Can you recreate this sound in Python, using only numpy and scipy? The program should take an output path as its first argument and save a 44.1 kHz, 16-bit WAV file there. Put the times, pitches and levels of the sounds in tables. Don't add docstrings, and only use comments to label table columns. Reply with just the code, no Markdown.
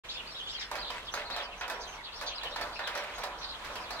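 import sys
import numpy as np
from scipy import signal
from scipy.fft import rfft, irfft, next_fast_len
from scipy.io import wavfile
from scipy.ndimage import map_coordinates

SR = 44100
rng = np.random.default_rng(int(sys.argv[2]) if len(sys.argv) > 2 else 0)


def inscribe(sig):
    pcm = np.round(np.clip(np.atleast_2d(sig).T, -1, 1) * 32767)
    wavfile.write(sys.argv[1], SR, pcm.astype(np.int16))


N = 176400

# frequency in Hz, how alike left and right are (1 = same).
ECHO_LIKENESS = [(100, .99), (600, 1), (1400, 0.76), (3000, 0.33), (10000, 0.073)]
ECHO_LEAD_S = .00008
FLOCK_PITCH_HZ = 3534


def amp(db):
    return 10 ** (np.asarray(db) / 20)


def unit(x):
    return x / np.sqrt(np.mean(x ** 2) + 1e-20)


def along(points, hz):
    freqs, values = np.transpose(points)
    return np.interp(np.log(hz + 1), np.log(freqs + 1), values)


def wobble(rate, size=N):
    values = rng.standard_normal(size // 8 + 8)
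    return map_coordinates(values, [np.arange(size) * rate / SR], mode="wrap")


def filtered(x, response):
    n = x.shape[-1]
    padded = next_fast_len(n + 8192)
    return irfft(rfft(x, padded) * response(np.fft.rfftfreq(padded, 1 / SR)), padded)[..., :n]


def ringing(gain_db, size):
    cepstrum = irfft(np.log(amp(gain_db(np.fft.rfftfreq(size, 1 / SR))) + 1e-6))
    cepstrum[1:size // 2] *= 2
    cepstrum[size // 2 + 1:] = 0
    return irfft(np.exp(rfft(cepstrum)))


def left_first(x, lead_s):
    return filtered(x, lambda hz: np.exp(1j * np.pi * hz * lead_s * np.array([[1], [-1]])))


def stereo_noise(likeness, size=N):
    angle = lambda hz: np.arccos(np.clip(along(likeness, hz), -1, 1)) / 2
    shares = lambda hz: np.array([np.cos(angle(hz)), np.sin(angle(hz))])
    mid, side = filtered(rng.standard_normal((2, size)), shares)
    return np.array([mid + side, mid - side])


def add(out, start_s, x):
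    part = out[:, max(round(start_s * SR), 0):][:, :x.shape[-1]]
    part += x[:, :part.shape[1]]


def murmur(colour, levels, sway_db):
    # frequency in Hz, how alike left and right are.
    likeness = [(60, 0.98), (290, 0.94), (640, 0.86), (1400, 0.48), (3100, -0.2), (15000, -0.062)]
    noise = unit(filtered(stereo_noise(likeness), lambda hz: amp(along(colour, hz))))
    level_db = np.interp(np.arange(N) / SR, *np.transpose(levels))
    return noise * amp(level_db + sway_db * wobble(8.204))


def traffic():
    # frequency in Hz, relative level in dB.
    road_colour = [(15, -28), (25, 2.5), (55, -2), (113, -11), (215, -11), (378, -11.5), (482, -8),
                   (762, -8.5), (945, -5.5), (2120, -10.5), (2900, -14), (4040, -13), (5010, -20),
                   (7000, -23), (11000, -31), (15500, -37)]
    tyre_colour = [(100, -30), (450, -13.5), (800, -2.5), (1050, 2), (1500, -4), (3000, -29.5),
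                   (15000, -50)]
    # time in seconds, level in dB.
    road_levels = [(0, -47.5), (.6, -49.5), (1.1, -49), (2, -50), (2.5, -49), (3.1, -48), (3.5, -47),
                   (4, -44)]
    tyre_levels = [(0, -83.5), (2, -51.5), (2.8, -51), (3.4, -47), (4, -49)]
    drone_hz = 46.6 + 2.82 * wobble(11)
    drone = unit(np.sin(2 * np.pi * np.cumsum(drone_hz) / SR) * amp(-1.5 * wobble(8)))
    roads = murmur(road_colour, road_levels, sway_db=1.8)
    tyres = murmur(tyre_colour, tyre_levels, sway_db=1.5)
    return roads + tyres + amp(-61.5) * drone


def chatter(count):
    rows = []
    for k in range(count):
        when, rise, fall, buzz = rng.random(4)
        pitch, loudness, stretch = rng.standard_normal(3)
        start_s, length_s = (k + when) / count * N / SR, .04 * 1.25 ** stretch
        top_hz = FLOCK_PITCH_HZ * 2 ** (.3 * pitch)
        first_hz, last_hz = top_hz * (1 - .25 * rise), top_hz * (1 - .25 * (fall + .5))
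        rows.append((start_s, length_s, first_hz, top_hz, last_hz, -56.5 + 3.5 * loudness, .4 + buzz))
    return rows


def chirp(t, length_s, first_hz, top_hz, last_hz, level_db, buzz):
    arch_power, edge_s, db_per_octave = 1.3, .0027, -4.5
    progress = np.clip(t / length_s, 0, 1)
    rise = abs(top_hz - first_hz) ** (1 / arch_power)
    fall = abs(top_hz - last_hz) ** (1 / arch_power)
    hz = top_hz - np.abs(progress * (rise + fall) - rise) ** arch_power
    shake = 1 + .1263 * buzz * wobble(1300, size=t.size)
    phase = 2 * np.pi * np.cumsum(hz * shake) / SR
    tone = np.sin(phase) + amp(-33) * np.sin(2 * phase)
    fade = np.clip(np.minimum(t, length_s - t) / edge_s, 0, 1)
    flutter = unit(amp(2.5 * wobble(170, size=t.size)))
    gain = amp(level_db + 1 + db_per_octave * np.log2(hz / FLOCK_PITCH_HZ))
    return gain * fade * flutter * tone


def sparrows():
    # start and length in seconds, first, top and last pitch in Hz,
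    # relative level in dB, buzz from 0 to 1.
    chirps = [ (.086, 0.032, 3160, 4000, 3190, -38.5, 0.63), (.10, 0.065, 4500, 5100, 4340, -44, .6),
              (.08, 0.073, 6000, 6640, 6140, -54, .8), (0.138, 0.052, 3530, 3630, 3450, -43.5, 0.27),
              (0.171, 0.04, 2880, 3330, 2250, -46, 0.8), (0.257, .07, 3970, 4890, 3770, -47, .1),
              (0.306, .05, 5470, 5500, 5070, -52, 0), (.345, 0.067, 3270, 3910, 2850, -42.5, 0.62),
              (0.401, 0.068, 2890, 3537, 3320, -46, 0.17), (.47, .04, 3030, 3570, 3220, -43, 0.5),
              (.485, 0.055, 4660, 5300, 5140, -43, .4), (.47, 0.055, 6200, 7030, 6640, -54, .8),
              (.59, 0.045, 6200, 6900, 5570, -57, 0.8), (.63, .04, 5300, 5320, 5200, -51, .1),
              (0.508, .05, 5800, 6240, 6100, -55, 0.5), (0.534, 0.062, 4410, 4750, 3550, -44.5, 0.41),
              (0.531, 0.041, 3435, 3450, 2830, -44, 0.4), (0.592, 0.042, 4640, 5460, 3610, -41.5, 0.97),
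              (0.602, 0.03, 3970, 4160, 2870, -39.5, 0.74), (0.783, 0.053, 4200, 4930, 3740, -42.5, .3),
              (.843, 0.065, 3640, 4030, 3190, -41, 1), (.96, 0.031, 7630, 7980, 7720, -58, 0.14),
              (1.048, .03, 4420, 4570, 3960, -51, 0.8), (1.075, 0.022, 3390, 3540, 2900, -45, .4),
              (1.117, 0.041, 5600, 6600, 5960, -46, 0), (1.244, 0.034, 3820, 4400, 3850, -42, .2),
              (1.307, 0.058, 3600, 4400, 3380, -40.5, 0.47), (1.371, 0.047, 3780, 4000, 2735, -40.5, 0.84),
              (1.43, .04, 2940, 3110, 3130, -49, 0), (1.507, 0.04, 3000, 3100, 2090, -49.5, 0.5),
              (1.575, 0.031, 5700, 6270, 5600, -54, 0), (1.73, 0.051, 5870, 5650, 5420, -53, 0.02),
              (1.796, 0.046, 5720, 6420, 6040, -51, .3), (1.807, 0.038, 4890, 5170, 3750, -43, 0.66),
              (1.87, 0.093, 6290, 6220, 5680, -53, 0.32), (1.89, .025, 3700, 4700, 4520, -64, 0.4),
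              (1.945, .025, 3400, 4900, 4800, -57, .2), (2.035, 0.03, 3860, 4300, 3520, -43, 0.8),
              (2.06, 0.036, 3475, 3520, 2830, -46.5, 0.8), (2.12, 0.089, 3600, 5380, 3570, -47, 0.62),
              (2.262, 0.032, 4020, 4360, 3310, -37, 0.95), (2.29, 0.0358, 3460, 3515, 3070, -40.5, 1),
              (2.259, 0.047, 6000, 6300, 5820, -44.5, 0.6), (2.333, 0.055, 3870, 5080, 3850, -43.5, 0.17),
              (2.343, 0.049, 3550, 3760, 2250, -50.5, 0.43), (2.409, 0.035, 3270, 3890, 3620, -41.5, 0.56),
              (2.45, 0.0269, 3230, 3265, 2680, -40, 0.76), (2.495, 0.032, 4800, 5560, 4570, -52, 0.5),
              (2.516, 0.037, 3380, 4150, 3950, -46, 0.12), (2.612, 0.02, 4360, 4550, 4420, -44, 0.15),
              (2.731, 0.04, 4300, 5080, 4880, -47, 0.46), (2.768, 0.046, 4350, 4380, 3300, -51, 0.2),
              (2.757, 0.022, 2760, 2634, 2470, -46, 0.54), (2.831, 0.049, 3370, 3960, 2825, -39.5, 0.3),
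              (2.908, 0.046, 3270, 3740, 3400, -61.5, 0.6), (2.946, 0.074, 5720, 5900, 5280, -50, .2),
              (3.139, 0.046, 6640, 6640, 6370, -50.5, 0.02), (3.195, 0.055, 6060, 5900, 5660, -56, 0.13),
              (3.384, 0.041, 5580, 6180, 5670, -51.5, 0.2), (3.415, 0.039, 3860, 4300, 4000, -40, 0.9),
              (3.475, 0.056, 3610, 4080, 3534, -42, 0.61), (3.485, .03, 4700, 5100, 4900, -53, .2),
              (3.535, 0.028, 2960, 3510, 3500, -46, 0.5), (3.72, 0.044, 5600, 5900, 5500, -54, 0.2),
              (3.798, .06, 4820, 5420, 3900, -53, 0.5), (3.894, 0.079, 3800, 4770, 3750, -45, .4),
              (3.986, .04, 3760, 4000, 3500, -41, 0.5)]
    echo_s, reflection_s = .13, .014
    out, t = np.zeros((2, N)), np.arange(SR // 4) / SR
    for start_s, *shape in list(chirps) + chatter(count=150):
        note = chirp(t, *shape)
        scatter = rng.standard_normal((2, t.size)) * amp(-60 * t / echo_s)
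        echo = signal.fftconvolve(note[None], scatter / np.linalg.norm(scatter[0]), axes=1)
        direct = left_first(note, lead_s=-.00012 + .000012 * rng.standard_normal())
        add(out, start_s, direct)
        add(out, start_s, amp(1.5) * echo)
        add(out, start_s + reflection_s * (.5 + rng.random()), amp(-12) * direct[::-1])
    return out


def woody_ring(body_db, upper_db, crack_db):
    # frequency in Hz, relative level in dB.
    colour = [(60, -21), (200, -9.5), (340, -2), (480, 4), (600, 8), (780, 6.5), (1000, 10), (1300, 9.5),
              (1800, 9.5), (2600, 3), (4300, 13), (6500, 4), (11000, -2), (15500, -4.5)]
    # pitch in Hz, width in Hz, boost (or cut) in dB.
    resonances = [(448, 10, 5), (586, 21, 6.5), (700, 46, 5), (971, 31, 7), (1390, 29, 3.5),
                  (1734, 81, 2.5), (2332, 40, 7.5), (2550, 47, 14), (3340, 43, -1), (4300, 70, -10)]
    balance = [(794, body_db), (1940, upper_db), (8500, crack_db)]
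    ripple_db, ripple_step_hz = 2.5, 70.4
    bumps = rng.standard_normal(1024)
    peaks = lambda hz: sum(db / (1 + (2 * (hz - pitch) / width) ** 2) for pitch, width, db in resonances)
    ripple = lambda hz: ripple_db * map_coordinates(bumps, [hz / ripple_step_hz], mode="wrap")
    return ringing(lambda hz: along(colour, hz) + along(balance, hz) + peaks(hz) + ripple(hz), size=8192)


def echo_tail(t, rise_s):
    # frequency in Hz, seconds to fade by 60 dB.
    fade_times = [(200, 1), (550, 0.86), (1400, 0.59), (3500, 0.33), (10000, 0.14)]
    # frequency in Hz, relative level in dB.
    colour = [(300, 5), (1500, 3), (4000, -1), (10000, -23)]
    hz, age, bands = signal.stft(stereo_noise(ECHO_LIKENESS, size=t.size), SR, nperseg=256)
    level_db = along(colour, hz)[:, None] - 3.5 - 60 * age / along(fade_times, hz)[:, None]
    tail = signal.istft(bands * amp(level_db), SR, nperseg=256)[1][:, :t.size]
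    return tail * (1 - np.exp(-t / rise_s))


def knocks():
    # start in seconds, then relative levels in dB of the low body, upper body and crack.
    strikes = [(.61, -62, -39, -61), (.714, -34, -39.5, -48.5), (.734, -40.5, -53, -66),
               (.754, -40.5, -38, -49), (.902, -41, -39.5, -52.5), (1.139, -33.5, -37.5, -45.5),
               (1.174, -44.5, -39, -60), (1.301, -37, -41, -55), (1.363, -35, -39, -50),
               (1.427, -46.5, -49.5, -67), (1.61, -35, -35, -56.5), (1.68, -41, -46, -50.5),
               (1.699, -38, -38.5, -45.5), (1.719, -36.5, -52.5, -61), (2.212, -39.5, -41, -50),
               (2.224, -39, -46.5, -54), (2.434, -37.5, -43.5, -51.5), (2.56, -37, -38.5, -52),
               (2.612, -35, -38, -48.5), (2.792, -36, -34, -55.5), (2.874, -39, -35, -48),
               (2.952, -35, -39, -49), (2.975, -49, -38, -51), (3.037, -50, -54, -59),
               (3.182, -36.5, -44, -52.5), (3.236, -35.5, -39, -47), (3.647, -56, -45, -53),
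               (3.698, -40, -48, -69), (3.756, -37, -44.5, -50.5), (3.817, -46, -58, -67.5),
               (3.906, -37.5, -42.5, -49.5)]
    snap_s, tick_s, reflections_s = .036, .016, .2
    out, t = np.zeros((2, N)), np.arange(SR) / SR
    for start_s, body_db, upper_db, crack_db in strikes:
        snap = rng.standard_normal(SR) * amp(2 - 60 * t / snap_s)
        treble = filtered(rng.standard_normal(SR), lambda hz: hz ** 2 / (hz ** 2 + 5000 ** 2))
        tick = treble * amp(5 - 60 * t / tick_s)
        reflections = stereo_noise(ECHO_LIKENESS, size=SR) * amp(.5 - 60 * t / reflections_s)
        direct = left_first(snap + tick, lead_s=.000092)
        echo = left_first(reflections + echo_tail(t, rise_s=.014), ECHO_LEAD_S)
        ring = woody_ring(body_db, upper_db, crack_db)
        add(out, start_s, signal.fftconvolve(direct + echo, ring[None], axes=1))
    return out * amp([[-1], [1]])


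def twig_crackle():
    # start in seconds, length in seconds, relative level in dB.
    stretches = [(0.913, 0.1, 17), (1.157, 0.092, 17.5), (1.32, 0.15, 13.5), (2.567, 0.08, 14.5),
                 (2.817, 0.39, 14.5), (3.215, 0.046, 16), (3.636, 0.056, 12)]
    # frequency in Hz, relative level in dB.
    colour = [(300, -25), (1000, -1), (2000, 10.5), (3500, 3.5), (7000, -14), (15000, -27)]
    t, swell = np.arange(N) / SR, np.zeros(N)
    for start_s, length_s, db in stretches:
        progress = np.clip((t - start_s) / length_s, 0, 1)
        swell += amp(db) * np.sqrt(np.abs(np.sin(np.pi * progress)))
    spikes = stereo_noise(ECHO_LIKENESS) * amp(2.5 * wobble(500))
    crackle = unit(filtered(spikes, lambda hz: amp(along(colour, hz))))
    return amp(-59) * swell * left_first(crackle, ECHO_LEAD_S)


def scene():
    return (knocks() + twig_crackle() + sparrows() + traffic()) * amp([[-.32], [.32]])


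def record(dry):
    fade_middle_s, fade_s, top_hz = .043, .015, 15850
    fade_in = np.clip((np.arange(N) / SR - fade_middle_s) / fade_s + .5, 0, 1)
    return filtered(dry * fade_in, lambda hz: hz < top_hz)


dry = scene()
out = record(dry)
inscribe(out)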